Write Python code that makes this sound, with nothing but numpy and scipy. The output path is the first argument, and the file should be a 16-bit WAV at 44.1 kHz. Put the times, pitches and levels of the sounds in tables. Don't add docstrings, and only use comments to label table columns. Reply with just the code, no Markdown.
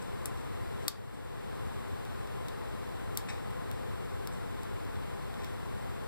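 import sys
import numpy as np
from scipy import signal
from scipy.fft import rfft, irfft
from scipy.io import wavfile
from scipy.ndimage import uniform_filter1d, minimum_filter1d

SR = 44100
rng = np.random.default_rng(int(sys.argv[2]) if len(sys.argv) > 2 else 0)


def store_wav(level_fs):
    pcm = np.round(np.clip(np.atleast_2d(level_fs), -1, 1) * 32767)
    wavfile.write(sys.argv[1], SR, pcm.T.astype(np.int16))


N = 267731

# (frequency [Hz], relative density [dB])
COMMON_NOISE = [(20, -12), (55, -2.5), (95, 2), (150, -4.5), (310, -7.5), (450, -4.5), (700, -5.5),
                (1100, -0.5), (1950, -6.5), (3100, -20), (4200, -16.5), (5300, -21), (6400, -32),
                (8000, -19), (9500, -25), (15450, -26.5), (15800, -65)]
# (frequency [Hz], relative density [dB])
OPPOSED_NOISE = [(20, -14), (42, -6), (60, -5.5), (95, 0.5), (150, -8), (310, -12), (440, -13), (650, -18),
                 (1050, -24.5), (1500, -37), (2000, -35), (3500, -33.5), (4800, -47.5), (6600, -43.5),
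                 (8100, -47.5), (9200, -43), (11000, -47.5), (15450, -48), (15800, -85)]
# (frequency [Hz], width [Hz], level [dB])
DRONE_PEAKS = [(404, 25, 6.5), (453, 11, 3.5), (500, 38, 5.5), (689, 30, 4.5), (768, 4.5, 7),
               (824, 86, 2.5), (1034, 25, 5.5)]
# (frequency [Hz], correlation [0-1])
NOISE_LEAN = [(100, 0.76), (450, 0.69), (1000, 0.52), (2000, 0.37), (8000, 0), (14000, 0.22)]
# (frequency [Hz], t60 [s])
ROOM_DECAY = [(500, 0.19), (3000, 0.28), (8000, 0.18), (15000, 0.15)]
# (start [s], push length [s], level [dB], brightness [dB per octave])
SCRAPES = [(0.015, .01, -56, 9), (0.371, .01, -57, 5), (0.816, .03, -63, 10), (1.135, .015, -61, 10),
           (3.2844, 0.021, -41.5, -0.5), (4.323, 0.017, -58.5, 15), (5.385, 0.04, -54, -2),
           (5.430, 0.0087, -51, 0.5)]
# (frequency [Hz], relative density [dB])
SCRAPE_COLOUR = [(400, -18), (800, 16.5), (1250, 13), (1550, 4), (1800, 15.5), (2250, 10.5), (2520, 14.5),
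                 (3100, -5), (3750, 12.5), (4300, -2), (5100, 3), (5900, 5.5), (6600, -6), (8200, 3.5),
                 (9500, -8), (12000, -20), (16000, -40)]
# (time [s], force [dB], brightness [dB per octave], mid treble [dB], low crack [dB],
#              chatter time [s], ping of the struck part [Hz], ping [dB], lock body [dB], room send [dB])
PIN_CLICKS = [(0.2553, -31, -4, 0, 0, .0004, 8400, 0, -40, -14),
              (0.2575, -19, 3.5, 9, 10, 0.00043, 10200, 9, -29, -12),
              (0.8807, -3, -1, -0.5, -3.5, .0008, 4680, 9, -31, -11),
              (0.8833, -9.5, 2.5, -3, 2, 0.00089, 13000, 0, -28, -14),
              (2.0507, -31, -1, -4, -4, 0.00065, 3800, 6, -40, -14),
              (2.2725, -37, -6, 0, -4, .0005, 4400, -2, -40, -14),
              (2.4833, -26.5, -3, -1, -2, 0.00093, 3830, 5, -40, -7),
              (3.152, -36, 1, 3, -4, .0006, 8400, 0, -40, -16),
              (3.1730, -9.5, 1, 2, -3, .00075, 12900, 4.5, -48, -13),
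              (3.5072, -39, 3, 2, -6, .0004, 13000, 2, -40, -14),
              (3.7137, -23, -.5, -4, 3, 0.00056, 13020, 5, -40, -16),
              (4.273, -19, 0.5, -4.5, -3, 0.00032, 5000, 7, -43, -19),
              (4.6325, -34, -2, 7, -4, 0.00058, 3800, 2, -40, -18),
              (4.85, -34, 0, -4, -4, .0004, 13000, 2, -40, -14),
              (4.9558, -38, -7, -6, -4, 0.00057, 4400, 4, -40, -14),
              (5.341, -35, -7, -4, 0, .0005, 13000, 2, -40, -14),
              (5.445, -24.5, -3.5, -6, -5, 0.00059, 12750, 6, -40, -8)]
# (frequency [Hz], width [Hz], level [dB])
STEEL_PEAKS = [(3590, 650, 9.5), (4460, 500, 5.5), (5120, 350, 5.5), (5700, 480, 7), (7380, 880, 7),
               (8700, 540, 10), (10900, 560, 3.5), (11900, 490, 6.5), (13070, 750, 11), (14900, 900, 2.5)]
# (frequency [Hz], level [dB], t60 [s])
SHAFT_MODES = [(3600, -1, .08), (4415, 3, .13), (4800, -3, .09), (5500, -3, .1), (6740, -9, .07),
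               (7390, -7, .1), (8600, -7, .1), (9975, -9, .07), (10750, -3, .08), (12340, -6, .1),
               (13020, -9, .06)]
# (frequency [Hz], level [dB], t60 [s])
BODY_MODES = [(1165, 0, .085), (1440, -9, .04), (2050, -4, .015)]
# (frequency [Hz], left minus right [dB])
CASE_SHADE = [(1000, 2), (5000, 4.5), (8500, -2), (11000, 10), (13000, 10), (15000, 34)]

COMMON_DB, OPPOSED_DB = -49, -38
SCRAPE_ATTACK_S, SCRAPE_RELEASE_S = 0.0045, 0.007
DRAG_DB, DRAG_FADE_DB_PER_S = -8, 124
PIVOT_HZ, CRACK_HZ = 8700, 2800
MID_TREBLE_HZ, MID_WIDTH_HZ = 9500, 6000
PORT_DELAY_S = 0.000318
HOLD_S, RECOVERY_DB_PER_S = 0.16, 11
EDGE_HZ = 16300


def gain_of(db):
    return 10 ** (np.asarray(db) / 20)


def evened(x):
    return x / np.sqrt(np.mean(x ** 2) + 1e-20)


def read(points, hz):
    f, value = np.transpose(points)
    return np.interp(np.log(hz + 1), np.log(f + 1), value)


def humps(peaks, hz):
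    return sum(db * np.exp(-2 * ((hz - f) / width) ** 2) for f, width, db in peaks)


def add(mix, s, sound):
    part = mix[round(s * SR):][:len(sound)]
    part += sound[:len(part)]


def noise(colour, size):
    hz = np.fft.rfftfreq(size, 1 / SR)
    spectrum = rfft(rng.standard_normal(size)) * gain_of(read(colour, hz))
    return evened(irfft(spectrum, size))


def room_noise():
    hz = np.fft.rfftfreq(N, 1 / SR)
    lean = read(NOISE_LEAN, hz)
    drone_db = humps(DRONE_PEAKS, hz)
    a, b = rfft(rng.standard_normal((2, N)))
    shared = lean * a + np.sqrt(1 - lean ** 2) * b
    common = evened(irfft(shared * gain_of(read(COMMON_NOISE, hz) + drone_db), N))
    opposed = evened(irfft(a * gain_of(read(OPPOSED_NOISE, hz) + drone_db), N))
    return gain_of(COMMON_DB) * common + gain_of(OPPOSED_DB) * np.array([opposed, -opposed])


def room(x, first_s=0.0044, near_db=2, near_s=0.0068, dull_hz=13000):
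    t = np.arange(SR // 2) / SR
    hz, frame_s, z = signal.stft(rng.standard_normal((2, len(t))), SR, nperseg=256)
    decay = gain_of(-60 * frame_s / read(ROOM_DECAY, hz)[:, None])
    tail = signal.istft(z * decay, SR, nperseg=256)[1][:, :len(t)]
    tail = tail * (t > first_s) * (1 + gain_of(near_db) * np.exp(-t / near_s))
    tail = signal.sosfilt(signal.butter(4, dull_hz, fs=SR, output="sos"), tail)
    tail = tail / np.linalg.norm(tail, axis=1, keepdims=True)
    return signal.fftconvolve(x[None], tail, axes=1)[:, :N]


def scrapes(grain_db=4.0):
    out, t = np.zeros(N), np.arange(8192) / SR
    for start_s, push_s, level_db, tilt_db in SCRAPES:
        after = np.maximum(t - push_s, 0)
        drag = gain_of(DRAG_DB - DRAG_FADE_DB_PER_S * after)
        release = np.maximum(np.exp(-after / SCRAPE_RELEASE_S), drag)
        pressure = np.clip(t / SCRAPE_ATTACK_S, 0, 1) * release
        grit = np.tanh(evened(uniform_filter1d(rng.standard_normal(len(t)), size=40)))
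        colour = [(hz, db + tilt_db * np.log2(hz)) for hz, db in SCRAPE_COLOUR]
        rub = noise(colour, size=len(t))
        add(out, start_s, pressure * gain_of(level_db + grain_db * grit) * rub)
    return out


def ring(modes, t):
    total = np.zeros(len(t))
    for hz, db, t60 in modes:
        total += gain_of(db - 60 * t / t60) * np.sin(2 * np.pi * (hz * t + rng.random()))
    return total


def causal(colour_db):
    log_gain = np.log(gain_of(np.concatenate([colour_db, colour_db[-2:0:-1]])))
    return np.exp(np.conj(signal.hilbert(log_gain)))[:len(colour_db)]


def click_colour(hz, tilt_db, middle_db, low_db, ping_hz, ping_db, ping_width_hz=400, lowest_hz=600):
    touch = humps([(MID_TREBLE_HZ, MID_WIDTH_HZ, middle_db), (ping_hz, ping_width_hz, ping_db)], hz)
    tilt = tilt_db * np.log2(np.maximum(hz, CRACK_HZ) / PIVOT_HZ)
    low_crack = low_db / (1 + (hz / CRACK_HZ) ** 10)
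    bass_cut = 20 * np.log10(1 + (lowest_hz / (hz + 20)) ** 2)
    return humps(STEEL_PEAKS, hz) + touch + tilt + low_crack - bass_cut


def click(t, colour_db, chatter_s, crack_db=-9):
    chatter = evened(rng.standard_normal(len(t)) * t * np.exp(-t / chatter_s))
    crack = evened(signal.unit_impulse(len(t), round(chatter_s * SR)))
    contact = np.exp(1j * np.angle(rfft(chatter + gain_of(crack_db) * crack)))
    return irfft(contact * causal(colour_db)) * (1 - t / t[-1]) ** 2


def pins(shafts_db=-44.5, ring_rise_s=0.00091):
    direct, sent, t = np.zeros(N), np.zeros(N), np.arange(8192) / SR
    hz = np.fft.rfftfreq(len(t), 1 / SR)
    for (s, force_db, tilt_db, middle_db, low_db, chatter_s,
         ping_hz, ping_db, body_db, room_db) in PIN_CLICKS:
        colour_db = click_colour(hz, tilt_db, middle_db, low_db, ping_hz, ping_db)
        snap = click(t, colour_db, chatter_s)
        ringing = gain_of(shafts_db) * ring(SHAFT_MODES, t) + gain_of(body_db) * ring(BODY_MODES, t)
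        ringing *= 1 - np.exp(-t / ring_rise_s)
        sound = gain_of(force_db) * (snap + ringing)
        add(direct, s, sound)
        add(sent, s, gain_of(room_db) * sound)
    return direct, sent


def ports(x):
    hz = np.fft.rfftfreq(N, 1 / SR)
    right = -gain_of(-read(CASE_SHADE, hz)) * np.exp(-2j * np.pi * hz * PORT_DELAY_S)
    same_power = np.sqrt(2 / (1 + abs(right) ** 2))
    pair = np.array([np.ones_like(right), right]) * same_power
    return irfft(rfft(x) * pair, N)


def scene(scrape_room_db=-10.5):
    clicks, sent = pins()
    slides = scrapes()
    reflections = room(sent + gain_of(scrape_room_db) * slides)
    return ports(clicks + slides) + reflections + room_noise()


def record(dry, threshold_db=-28.0, attack_s=0.00044):
    power = signal.lfilter(np.ones(220) / 220, [1], (dry ** 2).mean(0))
    power_db = 10 * np.log10(power + 1e-12)
    half = int(HOLD_S * SR / 2)
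    held_db = -minimum_filter1d(-power_db, 2 * half + 1, origin=half, mode="nearest")
    fall = np.arange(N) / SR * RECOVERY_DB_PER_S
    envelope_db = np.maximum.accumulate(held_db + fall) - fall
    over_db = np.maximum(envelope_db - threshold_db, 0)
    keep = np.exp(-1 / (attack_s * SR))
    duck_db = signal.lfilter([1 - keep], [1, -keep], over_db)
    ducked = dry / gain_of(duck_db)
    band = signal.firwin(255, EDGE_HZ, window=("kaiser", 9), fs=SR)
    return signal.oaconvolve(ducked, band[None], "same")


dry = scene()
out = record(dry)
store_wav(out)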